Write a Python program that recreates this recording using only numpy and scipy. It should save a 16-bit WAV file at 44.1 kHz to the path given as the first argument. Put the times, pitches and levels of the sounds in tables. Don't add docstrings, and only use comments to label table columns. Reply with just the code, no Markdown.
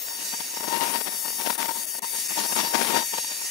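import sys
import numpy as np
from scipy import signal
from scipy.fft import rfft, irfft, next_fast_len
from scipy.io import wavfile
from scipy.ndimage import uniform_filter1d, map_coordinates

SR = 44100
rng = np.random.default_rng(int(sys.argv[2]) if len(sys.argv) > 2 else 0)


def log_audio(samples):
    frames = np.atleast_2d(samples).T
    limited = np.clip(frames, -1, 1)
    pcm = np.round(limited * 32767).astype(np.int16)
    wavfile.write(sys.argv[1], SR, pcm)


def invert_db(x):
    u = np.asarray(x, float) / 20
    return 10 ** u


N = 154350

STROKE_HZ = 926.3


def unit(x):
    return x / np.sqrt(np.mean(x ** 2) + 1e-20)


def curves(rows):
    s, *columns = np.transpose(rows)
    return [np.interp(np.arange(N) / SR, s, column) for column in columns]


def wobble(rate_hz):
    knots = rng.standard_normal(int(N * rate_hz / SR) + 4)
    return map_coordinates(knots, [np.arange(N) * rate_hz / SR])


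def coloured(x, points):
    size = next_fast_len(N + 8192)
    hz, db = np.transpose(points)
    log_hz = np.log(np.fft.rfftfreq(size, 1 / SR) + 1)
    gain = invert_db(np.interp(log_hz, np.log(hz), db))
    return unit(irfft(rfft(x, size) * gain, size)[..., :N])


def hiss(points, patchy_db):
    z = signal.stft(rng.standard_normal(N), nperseg=256)[2]
    patches = uniform_filter1d(rng.standard_normal(z.shape), size=2, axis=0)
    patches = uniform_filter1d(patches, size=30, axis=1)
    noise = signal.istft(z * invert_db(patchy_db * unit(patches)), nperseg=256)[1][:N]
    return coloured(noise, points)


def pair(make):
    alike = .33
    return np.sqrt(alike) * make() + np.sqrt(1 - alike) * np.array([make(), make()])


def repeating(x):
    echo = .27
    once = map_coordinates(x, [np.arange(N) - SR / STROKE_HZ], mode="nearest")
    twice = np.roll(x, round(SR / STROKE_HZ * 2))
    return unit(x + echo * once + echo ** 2 * twice)


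def overtone(turns, multiple, db):
    flutter_db = 3.4 * (wobble(9) + .8 * wobble(45))
    slip = .45 * (wobble(40) + wobble(250))
    return invert_db(db + flutter_db) * np.sin(2 * np.pi * round(multiple) * turns + slip)


def overtones(turns, orders):
    return sum(overtone(turns, multiple, db) for multiple, db in orders)


def plasma(turns, whine_db):
    # multiple, level_db
    air_orders = [(1, -27), (2, -8), (3, -69), (4, -8.5), (5, 2), (6, 3), (7, 3), (8, -10.5), (9, -3.5),
                  (10, -10), (11, -6.5), (12, -13)]
    # pitch_hz, level_db (per Hz)
    plume_colour = [(1000, -12.5), (2200, 1.5), (3300, 0.5), (6500, 8), (8200, 1.1), (10500, -1.5),
                    (12500, -4.5), (15500, -11)]
    whine = pair(lambda: unit(overtones(turns, air_orders)))
    plume = pair(lambda: repeating(hiss(plume_colour, patchy_db=4)))
    return invert_db(whine_db + wobble(24.8)) * (invert_db(-5) * whine + invert_db(1) * plume)


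def fizz():
    # time_s, left_db, right_db
    sizzle = [(0, -26, -40), (.2, -39, -39), (.6, -38, -36), (.9, -43, -40.5), (1.4, -30.5, -48.5),
              (1.65, -32, -43.5), (1.95, -35.5, -42), (2.3, -44.5, -50), (2.9, -40, -36), (3.1, -55, -51),
              (3.5, -48, -48)]
    # pitch_hz, level_db (per Hz)
    fizz_colour = [(11000, -50), (12800, -7.5), (14500, 3.5), (15800, -2)]
    patches = np.array([hiss(fizz_colour, patchy_db=3.5), hiss(fizz_colour, patchy_db=3.5)])
    return invert_db(np.array(curves(sizzle))) * patches


def burn_power():
    # time_s, level_db
    floor = [(0.0, -62.5), (0.62, -52), (0.8, -37), (0.89, -38), (1.09, -52.5), (1.36, -55), (1.57, -44.5),
             (1.88, -59.5), (2.26, -57), (2.82, -51), (3.09, -72), (3.5, -57)]
    # centre_s, length_s, level_db
    bursts = [(0.34, 0.019, -28.5), (0.407, 0.015, -28.5), (0.642, 0.023, -27.5), (0.682, 0.018, -23),
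              (0.74, 0.077, -24), (0.827, 0.033, -19.5), (0.949, 0.041, -22), (1.012, 0.014, -22.5),
              (1.075, 0.031, -27.5), (1.257, 0.019, -29), (1.41, 0.03, -26), (1.467, 0.036, -25),
              (1.504, 0.012, -18.5), (1.56, 0.011, -24.5), (1.61, 0.056, -23), (1.652, 0.022, -24),
              (1.692, 0.017, -22.5), (2.395, 0.043, -20.5), (2.528, 0.014, -25.5), (2.562, 0.012, -20),
              (2.598, 0.038, -17.5), (2.648, 0.053, -23.5), (2.749, 0.019, -13), (2.822, 0.042, -46),
              (2.817, 0.13, -19.5), (2.904, 0.038, -19), (2.965, 0.081, -19.5), (2.965, 0.025, -21.5),
              (3.143, 0.023, -25.5), (3.184, 0.014, -23)]
    # centre_s, length_s, level_db
    spits = [(0.085, 0.0078, -33), (0.105, 0.076, -44.5), (0.205, 0.072, -39), (0.223, 0.015, -30.5),
             (0.26, 0.029, -39), (0.541, 0.011, -34.5), (0.571, 0.0098, -30.5), (0.607, 0.013, -28.5),
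             (0.9, 0.027, -30), (1.135, 0.042, -36.5), (1.281, 0.012, -28.5), (1.304, 0.0045, -30.5),
             (1.33, 0.0067, -33.5), (1.53, 0.012, -30), (1.713, 0.011, -24.5), (1.765, 0.028, -34),
             (1.802, 0.058, -38.5), (1.951, 0.016, -32), (1.99, 0.019, -35.5), (2.038, 0.025, -29.5),
             (2.152, 0.038, -33), (2.188, 0.011, -34.5), (2.311, 0.031, -30), (2.451, 0.024, -25.5),
             (2.502, 0.038, -33.5), (3.022, 0.023, -34), (3.247, 0.0068, -31.5), (3.312, 0.037, -33.5),
             (3.418, 0.0093, -35), (3.454, 0.02, -38)]
    t = np.arange(N) / SR
    crackle_db = 2 * wobble(60)
    power = invert_db(1.984 * (curves(floor)[0] + 8.5 + crackle_db))
    for centre, length, db in [*bursts, *spits]:
        power = power + invert_db(2 * db - 44.0 * ((t - centre) / length) ** 2)
    return power


def rough_buzz(turns):
    # multiple, level_db
    buzz_orders = [(1, 4), (2, -7), (3, -12.5), (4, -15), (5, -11), (6, -11.5), (7, -73)]
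    # pitch_hz, level_db
    rasp_colour = [(60, -84), (130, -8.5), (220, 5), (450, 0.5), (800, 2.5), (1150, -2), (2500, -3.5),
                   (6000, -8.5), (12000, -18.5)]
    stroke_size = 1 + .22 * rng.standard_normal(int(turns[-1]) + 1)[turns.astype(int)]
    saw = unit(invert_db(1.2 * wobble(35)) * overtones(turns, buzz_orders))
    pulse = 1 + 0.69 * np.cos(2 * np.pi * turns)
    rasp = hiss([(100, 0), (16000, 0)], patchy_db=1.5) * pulse
    rasp = rasp * invert_db(2.6 * wobble(400) + 1.56 * wobble(70))
    return unit(stroke_size * saw + invert_db(.5) * coloured(rasp, rasp_colour))


def overload(turns, ultrasound_db):
    # multiple, level_db
    port_orders = [(10, -19), (11, -17), (12, -12), (14, -19)]
    # pitch_hz, level_db (per Hz)
    port_colour = [(5000, -34.5), (7000, -17.5), (8500, -7), (10500, -5), (12500, -8), (15800, -13.5)]
    buzz = np.sqrt(burn_power()) * rough_buzz(turns)
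    bright = hiss(port_colour, patchy_db=2.6) * (1 + .2 * np.cos(2 * np.pi * turns))
    bright = bright + overtones(turns, port_orders)
    return buzz + invert_db(ultrasound_db + 6 + 1.12 * wobble(8.1)) * bright


def fan():
    # pitch_hz, level_db
    fan_colour = [(60, -58), (130, -24), (220, 0), (700, -1), (1100, -5), (3000, -9), (8000, -12),
                  (16000, -14)]
    return invert_db(-49) * pair(lambda: hiss(fan_colour, patchy_db=4.0))


def beam():
    # start_s, length_s, depth_db
    pauses = [
        (1.558, 0.02, -10.5),
        (1.856, 0.01, -8),
        (1.995, 0.025, -26),
        (2.277, 0.0069, -5),
    ]
    t = np.arange(N) / SR
    edge_s = .002
    gain_db = 0
    for start, length, depth_db in pauses:
        inside_s = np.minimum(t - start, start + length - t)
        gain_db = gain_db + depth_db * np.clip(inside_s / edge_s + .5, 0, 1)
    return invert_db(gain_db)


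def scene():
    # time_s, whine_db, ultrasound_db
    scan_levels = [(0, -39, -44.5), (.25, -35.5, -38), (.5, -37, -42), (.7, -38.5, -36), (.95, -38, -33),
                   (1.4, -37.5, -34.5), (1.6, -38.5, -33.5), (2, -39, -35.5), (2.2, -34, -32.5),
                   (2.45, -32.5, -32.5), (2.65, -34, -33), (2.85, -36, -31.5), (3.1, -33.5, -36.5),
                   (3.5, -35.5, -38.5)]
    whine_db, ultrasound_db = curves(scan_levels)
    drift_hz = 1.5 * (2 * wobble(7) + wobble(80))
    turns = np.cumsum(STROKE_HZ + drift_hz) / SR
    left_only = np.array([[1], [0]])
    marking = plasma(turns, whine_db) + fizz() + overload(turns, ultrasound_db) * left_only
    return marking * beam() + fan()


def gate(x):
    # pitch_hz, threshold_db
    thresholds = [(2300, -13), (3300, -6), (4500, -5.2), (7000, -5.2), (7800, -5), (11000, -4.8),
                  (13500, -3.8), (16000, -4)]
    lead = 339
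    padded = np.pad(x, ((0, 0), (lead, 0)))
    hz, _, z = signal.stft(padded, SR, "cosine", nperseg=2048)
    power = abs(z) ** 2
    wide = uniform_filter1d(uniform_filter1d(power, size=90, axis=1), size=3, axis=2)
    band = power[:, :1020].reshape(2, 85, 12, -1).mean(axis=2)
    band = uniform_filter1d(band, size=2, axis=2)
    band = np.repeat(band, 12, axis=1)[:, np.minimum(np.arange(1025), 1019)]
    threshold = invert_db(2 * np.interp(hz, *np.transpose(thresholds)))[:, None]
    need = threshold * (wide + .11 * wide[::-1])
    return signal.istft(z * (band > need), SR, "cosine", nperseg=2048)[1][:, lead:lead + N]


def top_cut(x):
    return signal.sosfilt(signal.butter(12, 17090, fs=SR, output="sos"), x)


def record(dry):
    size = next_fast_len(N + 8192)
    hz = np.fft.rfftfreq(size, 1 / SR)
    bass_cut = hz ** 4 / (hz ** 4 + 100 ** 4)
    mix = irfft(rfft(gate(dry), size) * (hz < 15740) * bass_cut, size)[:, :N]
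    return top_cut(mix)


dry = scene()
out = record(dry)
log_audio(out)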